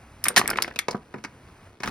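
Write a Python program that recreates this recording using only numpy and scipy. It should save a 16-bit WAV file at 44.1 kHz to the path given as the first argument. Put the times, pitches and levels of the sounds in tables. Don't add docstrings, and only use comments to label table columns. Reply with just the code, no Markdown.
import sys
import numpy as np
from scipy import signal
from scipy.fft import rfft, irfft
from scipy.io import wavfile
from scipy.ndimage import uniform_filter1d

SR = 44100
rng = np.random.default_rng(int(sys.argv[2]) if len(sys.argv) > 2 else 0)


def wav_record(signal):
    frames = np.transpose(np.atleast_2d(signal))
    bounded = np.clip(frames, -1, 1)
    quanta = np.round(bounded * 32767).astype(np.int16)
    wavfile.write(sys.argv[1], SR, quanta)


N = 83790
FFT_SIZE = 8192

# pitch in Hz, level in dB, T60 in seconds.
CAN_MODES = [(341.7, -20, 0.41), (1660, -26, 0.11), (2233, -13.5, 0.033)]
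FRAME_MODES = [(215, -35, .35), (990, -17, .1), (1250, -13, .06), (2220, -14, .065)]


def wall_folds():
    # start in seconds, ring time in seconds, panel pitch in Hz, gain in dB at each of bands_hz.
    buckles = [(0.2403, 0.0041, 5160, -32, -24.5, -24.5, -16.5), (0.2547, 0.011, 1176, -45.5, -6, -26, -27),
               (0.2836, 0.0033, 8900, -44, -13, -18, -15.5),
               (0.3031, 0.0052, 482, -15.5, -20.5, -56.5, -55),
               (0.3625, 0.0055, 4350, -12, -2, -11.5, -18.5), (0.3688, 0.0054, 5740, -3.5, -0.5, -11, -24),
               (0.3758, 0.012, 1770, -9.5, -4.5, -7, -12), (0.393, 0.003, 1140, -4.5, -13, -20.5, -24.5),
               (0.477, 0.0017, 8200, -52, -20, -26, -20), (0.5016, 0.004, 5250, -17, -36.5, -28, -20),
               (0.5725, 0.0041, 1987, -24, -24, -26.5, -39), (0.6223, 0.0038, 4960, -45, -14.5, -17.5, -19),
               (0.637, 0.001, 5500, -45, -29, -27.5, -46), (0.678, 0.0081, 525, -19.5, -20.5, -37.5, -51),
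               (0.7599, 0.0045, 2570, -20, -28, -28, -45),
               (0.7897, 0.0036, 2060, -26.5, -11.5, -14.5, -21.5)]
    # frequency in Hz, gain in dB.
    wall_colour = [(20, -43), (150, -5.5), (13000, -.5), (16600, -24.5)]
    bands_hz = [520, 1550, 4500, 10500]
    out = np.zeros((2, N))
    for start_s, ring_s, panel_hz, *gains_db in buckles:
        fold = snap(ring_s, deformed_modes(gain_db=-8.5), click=0.29)
        resonance = panel(panel_hz, width=0.23, height_db=11)
        add(out, start_s, coloured(fold, list(zip(bands_hz, gains_db)), resonance, wall_colour))
    return out


def dent_pops():
    # start in seconds, pitch in Hz, gain at that pitch in dB.
    dents = [(0.266, 2080, -12.5), (0.4143, 1250, -6.5), (0.4578, 2180, -18), (0.486, 1640, -16),
             (0.4928, 1400, -13), (0.504, 1360, -9.5), (0.5117, 1470, -12), (0.532, 1540, -15.5),
             (0.5359, 1730, -18), (0.558, 2030, -16.5), (0.5862, 1030, -4.5), (0.6454, 2000, -16),
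             (0.711, 1620, -24.5)]
    # frequency in Hz, gain in dB.
    pop_colour = [(20, -27.5), (380, -1), (2500, 1), (3400, -14.5), (16000, -47.5)]
    ring_s, peak_db = 0.0015, 9.5
    out = np.zeros((2, N))
    for start_s, hz, db in dents:
        pop = snap(ring_s, deformed_modes(gain_db=-1), click=0.73)
        resonance = panel(hz, width=0.39, height_db=peak_db)
        add(out, start_s, amp(db - peak_db) * coloured(pop, resonance, pop_colour))
    return out


def panel(hz, width, height_db):
    return [(hz / (1 + width), 0), (hz, height_db), (hz * (1 + width), 0)]


def deformed_modes(gain_db):
    detune = 0.013
    return [(hz * (1 + detune * rng.uniform(-0.77, 1)), db + gain_db, t60) for hz, db, t60 in CAN_MODES]


def snap(ring_s, modes, click):
    t, hz = np.arange(FFT_SIZE) / SR, np.fft.rfftfreq(FFT_SIZE, 1 / SR)
    ring = np.zeros((2, FFT_SIZE))
    for centre_hz, band in octaves(stereo_noise(FFT_SIZE, apart=0.38)):
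        decay_s = ring_s * (2000 / centre_hz) ** 0.058
        dying = band * np.exp(-t / decay_s)
        ring += dying * np.sqrt(np.mean(band ** 2) / np.sum(dying ** 2) * 2)
    ring[:, 0] += click
    ring *= np.sqrt(SR / 100 / (1 + click ** 2))
    for mode_hz, db, t60 in modes:
        ring += amp(db - 60 * t / t60) * np.sin(2 * np.pi * mode_hz * t)
    delay_s = 0.001 * np.maximum((1000 / (hz + 100)) ** 0.687 - 0.25, 0)
    lag_rad = 2 * np.pi * np.cumsum(delay_s) * SR / FFT_SIZE
    fade = np.minimum(2 * (1 - t / t[-1]), 1) ** 2
    return fade * irfft(rfft(ring) * np.exp(-1j * lag_rad))


def lever_knocks():
    # start in seconds, gain in dB at each of bands_hz.
    knocks = [(0.8834, -14.5, -12.5, -22, -21.5), (0.9097, -24, -50, -60, -23), (0.9453, -8, -21, -26, -85),
              (1.14, -10.5, -28.5, -30.5, -43.5), (1.159, -17, -36.5, -41.5, -57),
              (1.183, -24, -41, -40, -52), (1.2393, -23.5, -35, -32, -29.5),
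              (1.248, -18, -37.5, -26.5, -31.5), (1.803, -19, -37.5, -37.5, -36.5),
              (1.834, -29, -26, -23, -23), (1.841, -17, -32.5, -26.5, -33.5), (1.875, -35, -25, -23, -27.5)]
    # frequency in Hz, gain in dB.
    frame_colour = [(20, -36), (130, -7), (350, 2), (620, 6), (2400, 5), (3400, -7), (5300, -1),
                    (16000, -30)]
    bands_hz = [260, 600, 1550, 4500]
    out = np.zeros((2, N))
    for start_s, *gains_db in knocks:
        knock = snap(ring_s=0.0058, modes=FRAME_MODES, click=0.27)
        add(out, start_s, coloured(knock, list(zip(bands_hz, gains_db)), frame_colour))
    return out


def crinkle():
    # time in seconds, level in dB.
    envelope = [(.23, -61.5), (.27, -37.5), (.34, -47), (.39, -39), (.6, -40), (.87, -65.5), (.92, -38),
                (1.0, -59.5)]
    # frequency in Hz, relative gain in dB.
    colour = [(20, -15), (300, -3), (2200, -16.5), (3300, -18.5), (16500, -42)]
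    return slips(envelope, [], colour)


def linkage_rattle():
    # time in seconds, level in dB.
    envelope = [(1.8, -58), (1.86, -30.5), (1.89, -37)]
    # frequency in Hz, relative gain in dB.
    colour = [(20, -5), (250, 5.5), (600, -4.5), (1050, -2), (16500, -28.5)]
    return slips(envelope, FRAME_MODES, colour)


def slips(envelope, modes, colour, rate_per_s=410):
    out, t = np.zeros((2, N)), np.arange(N) / SR
    clicks = (rng.random(N) < rate_per_s / SR) * amp(3.8 * np.minimum(rng.exponential(1, N), 2))
    timbre = rng.integers(0, 8, N)
    for k in np.unique(timbre):
        tick = snap(ring_s=0.00072, modes=modes, click=0.17)
        out += signal.fftconvolve((clicks * (timbre == k))[None], tick, axes=1)[:, :N]
    level_db = np.interp(t, *np.transpose(envelope), left=-np.inf)
    return unit_rms(coloured(out, colour)) * amp(level_db)


def yard_reflections(x):
    # frequency in Hz, T60 in seconds.
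    decay = [(500, 0.27), (15000, 0.07)]
    t = np.arange(SR // 2) / SR
    bands = octaves(stereo_noise(len(t), apart=0.2))
    tail = sum(band * amp(-60 * t / at_hz(decay, hz)) for hz, band in bands)
    tail *= np.clip(t / 0.0011 - 0.5, 0, 1)
    return signal.fftconvolve(x, tail / np.linalg.norm(tail[0]), axes=1)[:, :N]


def air():
    # frequency in Hz, relative spectral density in dB.
    spectrum = [(15, -22.5), (70, -3.5), (450, -19), (1100, -20), (2500, -26), (3600, -35), (9580, -37.5),
                (16500, -52)]
    # time in seconds, level in dB.
    envelope = [(.1, -50), (1.1, -55), (1.68, -50.5), (1.77, -61.5)]
    noise = coloured(stereo_noise(N + FFT_SIZE, apart=0.033), spectrum)[:, FFT_SIZE:]
    drift = uniform_filter1d(uniform_filter1d(rng.standard_normal(N), size=2500), size=2500)
    level_db = np.interp(np.arange(N) / SR, *np.transpose(envelope)) + 0.93 * unit_rms(drift)
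    return unit_rms(noise) * amp(level_db)


def stereo_noise(samples, apart):
    mid, side = rng.standard_normal((2, samples))
    side = signal.sosfilt(signal.butter(2, 300, "high", fs=SR, output="sos"), side)
    return (mid + apart * side * np.array([[1], [-1]])) / np.sqrt(1 + apart ** 2)


def coloured(x, *tables):
    hz = abs(np.fft.fftfreq(FFT_SIZE, 1 / SR))
    log_gain = np.log(amp(sum(at_hz(table, hz) for table in tables)))
    taps = np.fft.ifft(np.exp(np.conj(signal.hilbert(log_gain)))).real[:FFT_SIZE // 2]
    return signal.fftconvolve(x, taps[None], axes=1)[:, :x.shape[1]]


def octaves(x):
    centres_hz = 125 * 2. ** np.arange(8)
    log_hz = np.log(np.fft.rfftfreq(x.shape[-1], 1 / SR) + 1)
    gains = [np.interp(log_hz, np.log(centres_hz), pick) for pick in np.eye(8)]
    return [(hz, irfft(rfft(x) * gain, x.shape[-1])) for hz, gain in zip(centres_hz, gains)]


def at_hz(table, hz):
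    points_hz, values = np.transpose(table)
    return np.interp(np.log(hz + 1), np.log(points_hz + 1), values)


def add(mix, start_s, sound):
    part = mix[:, round(start_s * SR):][:, :sound.shape[1]]
    part += sound[:, :part.shape[1]]


def amp(db):
    return 10 ** (np.asarray(db) / 20)


def unit_rms(x):
    return x / np.sqrt(np.mean(x ** 2) + 1e-20)


def scene():
    near = wall_folds() + dent_pops() + lever_knocks() + crinkle() + linkage_rattle()
    return near + amp(-15) * yard_reflections(near) + air()


def record(dry):
    # frequency in Hz, lead of the left port in radians.
    port_phase = [(1800, 0), (3100, 1.7), (4900, .1), (7400, 3.14), (10400, 6.28), (15500, 11.4)]
    lag_rad = at_hz(port_phase, np.fft.rfftfreq(2 * N, 1 / SR))
    right = irfft(rfft(dry[1], 2 * N) * np.exp(-1j * lag_rad))[:N]
    x = np.array([dry[0], right])
    clipped = x / (1 + x ** 6) ** (1 / 6)
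    lowpass = signal.firwin(255, cutoff=16700, window=("kaiser", 9), fs=SR)
    return signal.oaconvolve(clipped, lowpass[None], "same")


dry = scene()
out = record(dry)
wav_record(out)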